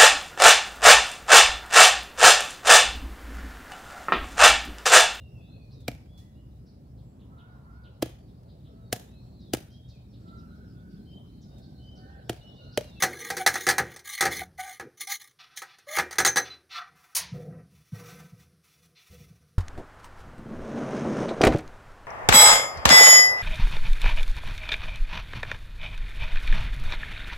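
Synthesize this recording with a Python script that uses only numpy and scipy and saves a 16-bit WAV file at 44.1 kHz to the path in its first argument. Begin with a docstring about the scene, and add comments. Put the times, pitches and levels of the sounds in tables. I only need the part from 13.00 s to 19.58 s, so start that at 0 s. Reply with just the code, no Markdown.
"""Inside a washing machine drum, one close microphone. A hand shifts a plastic tub lid on the metal
floor: knocks and bounces ring the modes of lid, floor and rim; stick-slip makes it scrape and groan.
The fingers slide off with a soft hiss and there is one sharp scuff. They then knead epoxy putty
and press it on the metal, which booms softly."""
import sys
import numpy as np
from scipy import signal
from scipy.fft import rfft, irfft, next_fast_len
from scipy.io import wavfile

SR = 44100
rng = np.random.default_rng(int(sys.argv[2]) if len(sys.argv) > 2 else 0)


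def store_pcm(level_fs):
    """Save levels as 16-bit WAV."""
    pcm = np.round(np.clip(level_fs, -1, 1) * 32767).astype(np.int16)
    wavfile.write(sys.argv[1], SR, np.atleast_2d(pcm).T)


N = 290178
TIME_S = np.arange(N) / SR
AGE_S = TIME_S[:SR * 6 // 10]  # time within one event

# Background spectrum (frequency [Hz], density [dB])
AIR_SPECTRUM = [(18, -37), (30, -9.5), (145, 6), (221, -5.5), (473, -3), (554, -9.5), (913, -18.5),
                (1160, -6.5), (2830, -16), (5900, -11.5), (7270, -24), (9970, -12), (16000, -30)]
# Floor under the hand, low to high (frequency [Hz], width [Hz], gain [dB])
FLOOR_THRUM = [(75.96, 18, 0)]
FLOOR_BOOM = [(110.7, 11, -2.5), (146.6, 31, 0), (176.5, 38, -1)]
FLOOR_RUMBLE = [(261.5, 15.9, 1.5), (378.4, 78, -4), (411, 81, -4.5), (489.75, 34, 6.5), (595, 99, -14),
                (705, 76, -6.5)]
# Hand leaning (start [s], end [s], first [dB], last [dB], thrum re boom [dB], rumble re boom [dB])
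HAND_PRESSES = [(0.808, 0.977, -43, -68.5, -2.5, -10.5), (1.368, 1.6, -47.5, -67.5, 2, -20),
                (3.87, 3.945, -69, -66, -3, -8.5), (4.175, 4.301, -60.5, -57, -1.5, -10.5),
                (4.336, 4.58, -37, -45, -17.5, -7), (4.619, 4.803, -58, -61, -7.5, -35),
                (4.935, 5.246, -46, -53, -13.5, -8), (5.32, 5.55, -58.5, -63.5, -6.5, -15),
                (5.687, 5.912, -75.5, -66, -5.5, -9), (6.099, 6.35, -54, -63, 1.5, -6.5),
                (6.4, 6.587, -64.5, -69, -6.5, -12.5)]
# Soft pushes on the floor (time [s], level [dB])
HAND_PUSHES = [(4.316, -34.5), (4.92, -33), (5.32, -48), (6.199, -48), (6.301, -49.5)]
# Sliding skin (frequency [Hz], density [dB])
SKIN_SPECTRUM = [(290, -25.5), (500, -6), (640, -28.5), (708, 1.5), (880, -5), (1140, -11), (1300, -13),
                 (1440, -11.5), (2190, 0), (4400, -8), (6140, -16.5), (7530, -26), (16000, -28.5)]
# Drum cavity (frequency [Hz], width [Hz], gain [dB])
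CAVITY_RESONANCES = [(711.1, 29, -2.5), (1003.8, 29, 9), (1177, 70, 3), (1282, 238, 5), (1539, 130, 3),
                     (1750, 167.4, -2), (1891.7, 140, -8), (2067.5, 54.3, -7.5), (2584, 170, -12),
                     (3441, 296, -15.5), (4660, 150, -14.5), (5593, 120, -8.5), (6007, 270, -9.5),
                     (10086, 240, -2.5)]
# Skin on the lid, fingers in putty (start [s], end [s], first [dB], last [dB], brightness [dB])
SKIN_RUBS = [(2.388, 2.42, -48, -54.5, 4), (2.43, 2.55, -70.5, -62.5, 0.5), (2.63, 2.83, -53.5, -68.5, 1),
             (3.44, 3.54, -50.5, -59, 3), (3.69, 3.77, -58, -42.5, 6.5), (3.745, 3.83, -41.5, -41, -26),
             (5.95, 5.98, -74.5, -71, 16)]
PUTTY_SQUEEZES = [(3.95, 4.11, -59, -61, -4.5), (4.32, 4.44, -58.5, -65, -5), (4.5, 4.57, -56, -64, -26),
                  (4.69, 4.89, -75.5, -78, 6.5), (4.915, 5.19, -53.5, -59, -3),
                  (5.055, 5.08, -42, -56.5, 2), (5.25, 5.44, -73, -73, 1.5), (5.63, 5.84, -69, -75, 6),
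                  (5.98, 6.25, -72, -69.5, 7), (6.28, 6.56, -73.5, -81.5, 1)]
# Scuff noise (frequency [Hz], density [dB])
SCUFF_SPECTRUM = [(410, -24.5), (700, -12.5), (798, -17), (958, -4.5), (1300, -16.5), (2050, -5),
                  (2920, -10), (4670, -5), (6570, -3), (7590, -14.5), (9600, -3.5), (13500, -17.5),
                  (16000, -14.5)]
# Jerks of the scuff (time [s], gain [dB])
SCUFF_JERKS = [(4.149, -28), (4.163, -27)]
# Lid brushing the rim (start [s], release [s], frequency [Hz], gain [dB])
RIM_SQUEAL = (3.5, 3.5, 4025, -33.5)
# Stick-slip of the lid's edge (start [s], end [s], first pitch [Hz], last pitch [Hz], level [dB])
EDGE_GROANS = [(0.304, 0.328, 768.7, 777, -33.5), (0.392, 0.423, 771, 747, -32.5),
               (1.171, 1.177, 2074, 1984, -34), (1.247, 1.266, 770.3, 787.2, -30.5),
               (1.405, 1.424, 794, 745.5, -41.5), (1.585, 1.613, 770.2, 760, -33.5),
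               (1.62, 1.714, 767.3, 751, -45.5), (2.071, 2.122, 773.7, 805.4, -45),
               (2.869, 2.954, 560.7, 632.8, -44.5)]
# Lid (frequency [Hz], width [Hz], gain [dB])
LID_RESONANCES = [(1200, 110, -7), (1666, 110, -4), (1917.2, 130, -3), (2073, 280, 0), (3174, 810, -14),
                  (3467.3, 170, -9), (3694, 150, -9.5), (4045, 170, -7), (4271, 200, -7), (4943, 380, -16),
                  (5310, 150, -11), (6020, 150, -1.5), (6626, 300, -8.5), (6940, 140, -9), (8531, 150, -10),
                  (9840, 750, -10.5), (11110, 660, -15), (12300, 450, -24), (15200, 1200, -22.5)]
# Lid on metal (start [s], end [s], first [dB], last [dB], treble re middle [dB], floor shudder [dB])
LID_DRAGS = [(0.0, 0.026, -21, -42.5, -2, -46), (0.083, 0.292, -49, -41.5, -2.5, -48),
             (0.328, 0.421, -54, -40, -0.5, -51.5), (0.501, 0.652, -42, -46, 1, -54),
             (0.832, 0.954, -59.5, -53, -3, -58), (1.038, 1.157, -47, -41.5, 1.5, -84),
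             (1.178, 1.184, -17.5, -35.5, -2.5, -77.5), (1.301, 1.427, -33, -40.5, -1, -49),
             (1.575, 1.762, -43, -52, -1.5, -70.5), (1.817, 1.878, -66, -84.5, -25, -47),
             (1.971, 1.988, -58.5, -62, 5, -86), (1.996, 2.038, -42, -48.5, 6, -61),
             (2.069, 2.147, -37, -40.5, 5.5, -86.5), (2.193, 2.314, -46, -72, 1.5, -88),
             (2.56, 2.577, -49.5, -46, 11, -82), (2.863, 2.966, -53, -28.5, -3, -72)]
# Lid catching and jumping (time [s], surge re drag [dB])
LID_CATCHES = [(0.19, 3.5), (0.246, 5), (0.608, 2.5), (1.098, 9), (1.127, 2.5), (1.593, 3), (1.726, 0),
               (2.006, 15), (2.104, -6), (2.12, 2.5), (2.213, 6.5), (2.273, 11), (2.31, 12.5)]
# Dense small modes of the metal sheet (frequency [Hz], density [dB])
SHEET_SPECTRUM = [(35, -48), (60, -17), (227, -18), (363, -8), (651, -19.5), (785, -9.5), (1060, -19),
                  (1660, -4), (2770, -22.5), (4120, -15.5), (5590, -12), (6140, -15.5), (7400, -16),
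                  (14900, -21.5), (16000, -25)]
# Lid and floor together; steel rim (frequency [Hz], level [dB], t60 [s])
BODY_MODES = [(79.3, -26, 0.9), (126, -18, 0.44), (165.2, -21, 0.32), (360.5, -8, 0.29), (484, -10.5, 0.22),
              (533.1, -15, 0.22), (748.4, -9, 0.23), (794, -1.5, 0.11), (953.6, -11.5, .14),
              (1213.5, -7.5, 0.15), (1291, 0, .1), (1530, -19.5, 0.052), (1612, -7, 0.19),
              (1710.7, 2.5, .13), (1898, -6, 0.28), (2094, -5, 0.04), (1936, -2.5, 0.099),
              (2058, -3.5, 0.067), (2378.5, -11, 0.26), (3490, -3.5, 0.062), (3930, -17, 0.14),
              (3957, -3, .06), (4695, -2, 0.079), (6050, -11.5, 0.24), (6186, 3.5, 0.041),
              (8510, -3.5, 0.079), (9560, -7.5, 0.07), (9430, -7, 0.064), (11000, -6, 0.054)]
RIM_MODES = [(1670, 0, .15), (4023, -4, .18), (6122, -2, .23), (6145, -3, .15), (6310, -3, .13),
             (6757, -3, .12), (6800, -7, .1)]
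# Knocks reaching the rim (time [s], level [dB])
RIM_KNOCKS = [(2.574, -46), (3.186, -27), (3.25, -24), (3.274, -21.5), (3.369, -23)]
# Lid on floor (time [s], level [dB], bass re middle [dB], treble re middle [dB], bounces [count])
LID_KNOCKS = [(0.023, -24, -11, 2.5, 0), (0.035, -22.5, -9.5, -0.5, 0), (0.302, -30.5, -7.5, -1, 0),
              (0.368, -34.5, -6.5, 0.5, 1), (0.463, -19, -16.5, 0.5, 1), (0.541, -38.5, -4.5, 3.5, 0),
              (0.556, -28.5, -19, -4.5, 0), (0.667, -23.5, -7, -4, 1), (0.688, -21.5, -17.5, 0.5, 2),
              (0.782, -21, -14.5, -5.5, 0), (0.799, -30.5, -3.5, -12, 0), (0.962, -50.5, -7.5, 4, 0),
              (0.992, -56.5, -8, 6, 0), (1.208, -24.5, -13.5, 3, 0), (1.225, -26, -7.5, -3.5, 1),
              (1.254, -24, -7.5, -5, 1), (1.797, -38, -8, -9.5, 1), (2.573, -53, -25.5, 14, 0),
              (2.619, -39, -29.5, -5, 0), (2.785, -61.5, -12, 3, 0), (2.971, -27.5, -11.5, -10, 0),
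              (2.986, -22, -14, -8, 1), (3.11, -44, -21.5, 1, 0), (3.127, -41, -21.5, 0.5, 0),
              (3.156, -47.5, -9, -2, 0), (3.184, -25, -8, 3, 0), (3.202, -24, -11.5, -4.5, 0),
              (3.249, -22, -20, 1, 0), (3.262, -22, -16.5, 1, 1), (3.359, -28.5, -6.5, 1, 0),
              (3.37, -23.5, -15.5, -1.5, 1)]


def from_db(db):
    """Decibels to gain."""
    return 10 ** (np.asarray(db) / 20)


def unit_rms(x):
    """Scale to rms 1."""
    return x / np.sqrt(np.mean(x ** 2) + 1e-20)


def unit_attack(x):
    """Scale to rms 1 over the first 20 ms."""
    return x / np.sqrt(np.mean(x[:SR // 50] ** 2) + 1e-20)


def decay(t60_s):
    """Exponential envelope."""
    return from_db(-60 * AGE_S / t60_s)


def band(x, low_hz, high_hz, order=3):
    """Causal band-pass."""
    edges_hz = [low_hz, min(high_hz, .48 * SR)]
    return signal.sosfilt(signal.butter(order, edges_hz, "band", fs=SR, output="sos"), x)


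def noise(spectrum, size=len(AGE_S)):
    """Shaped noise, rms 1."""
    hz, db = np.transpose(spectrum)
    padded = next_fast_len(size)
    bins_hz = np.fft.rfftfreq(padded, 1 / SR)
    gain = from_db(np.interp(np.log(bins_hz + 1), np.log(hz), db))
    return unit_rms(irfft(rfft(rng.standard_normal(padded)) * gain, padded)[:size])


def drift(rate_hz):
    """Slow random curve, spread about 1."""
    knots = rng.standard_normal(4000)
    return np.interp(TIME_S * rate_hz, np.arange(len(knots)), knots)


def resonate(x, resonances, order=1):
    """Parallel resonators (frequency [Hz], width [Hz], gain [dB]), signs alternating."""
    out = 0
    for k, (hz, width_hz, db) in enumerate(resonances):
        r = np.exp(-np.pi * width_hz / SR)
        section = [(1 - r * r) / 2, 0, (r * r - 1) / 2, 1, -2 * r * np.cos(2 * np.pi * hz / SR), r * r]
        out = out + (-1) ** k * from_db(db) * signal.sosfilt([section] * order, x)
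    return out


def moving_contact(x, resonances, spread_db, rate_hz):
    """A travelling contact varies the drive of each resonance."""
    return sum(resonate(x, [row], order=2) * from_db(spread_db * drift(rate_hz)) for row in resonances)


def add(out, time_s, sound):
    """Mix in at time_s."""
    start = max(round(time_s * SR), 0)
    out[start:start + len(sound)] += sound[:N - start]


def stroke(start_s, end_s, first_db, last_db, attack_s, release_t60_s):
    """Gain of one movement: attack, dB ramp, release."""
    attack = 1 - np.exp(-np.maximum(TIME_S - start_s, 0) / attack_s)
    ramp_db = np.interp(TIME_S, [start_s, end_s], [first_db, last_db])
    release_db = 60 * np.maximum(TIME_S - end_s, 0) / release_t60_s
    return attack * from_db(np.maximum(ramp_db - release_db, -200))


def friction(slips_per_s, size_db, clump_db, clump_hz):
    """Tiny slips of unequal size, in clumps."""
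    slips = (rng.random(N) < slips_per_s / SR) * rng.choice([-1, 1], N)
    sizes_db = size_db * np.minimum(rng.exponential(1, N), 4) + clump_db * drift(clump_hz)
    return unit_rms(slips * from_db(sizes_db)) + 1e-18


def air(level_db=-72):
    """Faint steady background noise."""
    return from_db(level_db) * noise(AIR_SPECTRUM, N)


def pressing():
    """Hand judder and soft pushes set the floor booming."""
    out = np.zeros(N)
    judder = friction(slips_per_s=1200, size_db=2, clump_db=1.5, clump_hz=30)
    thrum, boom, rumble = (
        unit_rms(resonate(judder, floor, order=2) + from_db(-10) * resonate(judder, floor))
        for floor in (FLOOR_THRUM, FLOOR_BOOM, FLOOR_RUMBLE))
    for *ramp, thrum_db, rumble_db in HAND_PRESSES:
        gain = stroke(*ramp, attack_s=.0095, release_t60_s=.395)
        out += gain * (from_db(thrum_db) * thrum + boom + from_db(rumble_db) * rumble)
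    force = AGE_S * np.exp(-AGE_S / .00158)
    thud = unit_attack(band(resonate(force, FLOOR_BOOM), 70, 260, order=2))
    for time_s, db in HAND_PUSHES:
        add(out, time_s, from_db(db) * thud)
    return out


def wall_echo(x, t60_s, wet_db):
    """The metal walls add a short, dense echo."""
    response = rng.standard_normal(len(AGE_S)) * decay(t60_s)
    echo = signal.fftconvolve(x, response / np.linalg.norm(response))[:N]
    return unit_rms(x + from_db(wet_db) * echo)


def skin_and_putty():
    """Fine sliding hiss rings in the cavity; sticky putty has more top than dry skin."""
    out = np.zeros(N)
    slide = noise(SKIN_SPECTRUM, N) * from_db(3.87 * drift(rate_hz=70))
    cavity = moving_contact(slide, CAVITY_RESONANCES, spread_db=2.5, rate_hz=14)
    hiss = wall_echo(cavity + from_db(-10) * slide, t60_s=.11, wet_db=1)
    middle, upper, top = (unit_rms(band(hiss, *edges_hz))
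                          for edges_hz in [(720, 2200), (2200, 6500), (6500, 17000)])
    for moves, top_db, attack_s, release_t60_s in [(SKIN_RUBS, -20, .00914, .2374),
                                                   (PUTTY_SQUEEZES, -1, .0262, .397)]:
        sheen = upper + from_db(top_db) * top
        for *ramp, bright_db in moves:
            out += stroke(*ramp, attack_s, release_t60_s) * (middle + from_db(bright_db) * sheen)
    return out


def scuff(attack_s=.00347):
    """Two bright noise bursts; the top dies first."""
    out = np.zeros(N)
    for time_s, db in SCUFF_JERKS:
        burst = noise(SCUFF_SPECTRUM) * (1 - np.exp(-AGE_S / attack_s))
        body = band(burst, 307, 4556) * decay(t60_s=.366)
        top = band(burst, 6040, 23000) * decay(t60_s=.1233)
        add(out, time_s, from_db(db) * (body + from_db(10.5) * top))
    return out


def rim_squeal():
    """One rubbed rim mode swells briefly and dies."""
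    start_s, release_s, hz, db = RIM_SQUEAL
    gain = stroke(start_s, release_s, db, db, attack_s=.012, release_t60_s=.16)
    return np.sqrt(2) * gain * np.sin(2 * np.pi * hz * TIME_S)


def groans(attack_s=.007, release_t60_s=.11):
    """The lid's edge sticks and slips: a rough, wavering tone that rings out."""
    out = np.zeros(N)
    for start_s, end_s, first_hz, last_hz, db in EDGE_GROANS:
        length_s = end_s - start_s
        release = from_db(-60 * np.maximum(AGE_S - length_s, 0) / release_t60_s)
        swell = (1 - np.exp(-AGE_S / attack_s)) * release
        waver = 1 + .026 * drift(rate_hz=220)[:len(AGE_S)]
        flutter = from_db(3.2 * drift(rate_hz=130)[:len(AGE_S)])
        pitch_hz = np.interp(AGE_S, [0, length_s], [first_hz, last_hz]) * waver
        phase = 2 * np.pi * np.cumsum(pitch_hz) / SR
        tone = np.sin(phase) + from_db(-12) * np.sin(2 * phase) + from_db(-13) * np.sin(3 * phase)
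        add(out, start_s, np.sqrt(2) * from_db(db) * flutter * swell * tone)
    return out


def drags(attack_s=.015, release_t60_s=.1):
    """Dense slips ring the lid and shake the floor; each catch is a short surge."""
    middle_gain, treble_gain, shudder_gain = np.zeros((3, N))
    for start_s, end_s, first_db, last_db, treble_db, shudder_db in LID_DRAGS:
        gain = stroke(start_s, end_s, first_db, last_db, attack_s, release_t60_s)
        middle_gain += gain
        treble_gain += gain * from_db(treble_db)
        shudder_gain += stroke(start_s, end_s, shudder_db, shudder_db, attack_s, release_t60_s)
    catch_gain = np.ones(N)
    surge = (1 - np.exp(-AGE_S / .0015)) * decay(t60_s=.061)
    for time_s, db in LID_CATCHES:
        add(catch_gain, time_s, from_db(db) * surge)
    slips = friction(slips_per_s=4500, size_db=3.5, clump_db=3, clump_hz=140)
    rasp = moving_contact(slips, LID_RESONANCES, spread_db=3, rate_hz=30) + from_db(-22) * slips
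    low = resonate(slips, [(807, 89, 8), (481, 50, -22), (369.4, 32, -18), (134, 160, -17.5)], order=2)
    shudder = resonate(slips, [(135, 90, -5.5), (255, 60, -6.5), (349.6, 70, 0), (471, 70, .5)], order=2)
    middle = unit_rms(band(rasp, 1000, 2600)) + from_db(-19.5) * unit_rms(low)
    treble = unit_rms(band(rasp, 2900, 17000))
    return catch_gain * (middle_gain * middle + treble_gain * treble) + shudder_gain * unit_rms(shudder)


def strike(modes, spread_db):
    """Damped sines; each contact point gives them random strengths and signs."""
    waves = [from_db(db) * np.sin(2 * np.pi * hz * AGE_S) * decay(t60_s) for hz, db, t60_s in modes]
    weights = from_db(spread_db * rng.standard_normal(len(modes))) * rng.choice([-1, 1], len(modes))
    return unit_attack(weights @ np.array(waves))


def clack(t60_s, tail_t60_s, tail_db):
    """Dense sheet modes as noise: fast decay, faint tail."""
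    return unit_attack(noise(SHEET_SPECTRUM) * (decay(t60_s) + from_db(tail_db) * decay(tail_t60_s)))


def sheet_clacks():
    """Clacks for bass, middle and treble; the lid colours the treble."""
    bright = clack(t60_s=.096, tail_t60_s=.34, tail_db=-19.5)
    bass = clack(t60_s=.22, tail_t60_s=.64, tail_db=-9)
    middle = clack(t60_s=.11, tail_t60_s=.44, tail_db=-14.5)
    treble = unit_attack(resonate(bright, LID_RESONANCES, order=2) + from_db(-15) * bright)
    return np.array([bass, middle, treble])


def knocks(bounce_s=.011, bounce_loss_db=5, crack_gain_db=-2.5):
    """Lid hits floor: a crack, then body modes and sheet clack per contact. A few ring the rim."""
    out = np.zeros(N)
    common = sheet_clacks()
    snap = 1 + from_db(-7) * decay(t60_s=.085)  # the first swing dies fastest
    for time_s, db, bass_db, treble_db, bounces in LID_KNOCKS:
        crack = band(noise(SHEET_SPECTRUM) * decay(t60_s=.014), 500, 17000)
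        add(out, time_s, from_db(db + crack_gain_db) * crack)
        for k in range(round(bounces) + 1):
            body = strike(BODY_MODES, spread_db=3)
            low, mid, high = (common + sheet_clacks()) / np.sqrt(2)  # half varies with landing point
            bass = unit_attack(band(body + from_db(-2.5) * low, 72, 670, order=4))
            middle = unit_attack(band(body + from_db(2) * mid, 530, 2800) * snap)
            treble = unit_attack(band(body + from_db(1.5) * high, 2100, 17000) * snap)
            contact = from_db(bass_db) * bass + middle + from_db(treble_db) * treble
            add(out, time_s + k * bounce_s, from_db(db - k * bounce_loss_db) * contact)
    for time_s, db in RIM_KNOCKS:
        add(out, time_s, from_db(db) * strike(RIM_MODES, spread_db=-5.5))
    return out


def scene():
    """All sources at one microphone, both channels alike."""
    mono = knocks() + drags() + groans() + rim_squeal() + skin_and_putty() + scuff() + pressing() + air()
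    return np.array([mono, mono])


def record(dry):
    """Top-end colour: a peak near 14.4 kHz, a dip near 13.7 kHz, then a steep 16 kHz low-pass."""
    peak = resonate(dry, [(14400, 1400, -1)])
    dip = resonate(dry, [(13700, 650, -2)])
    cutoff_hz = 16000
    return signal.sosfilt(signal.ellip(10, .2, 80, cutoff_hz, fs=SR, output="sos"), dry + peak - dip)


dry = scene()
out = record(dry)
store_pcm(out)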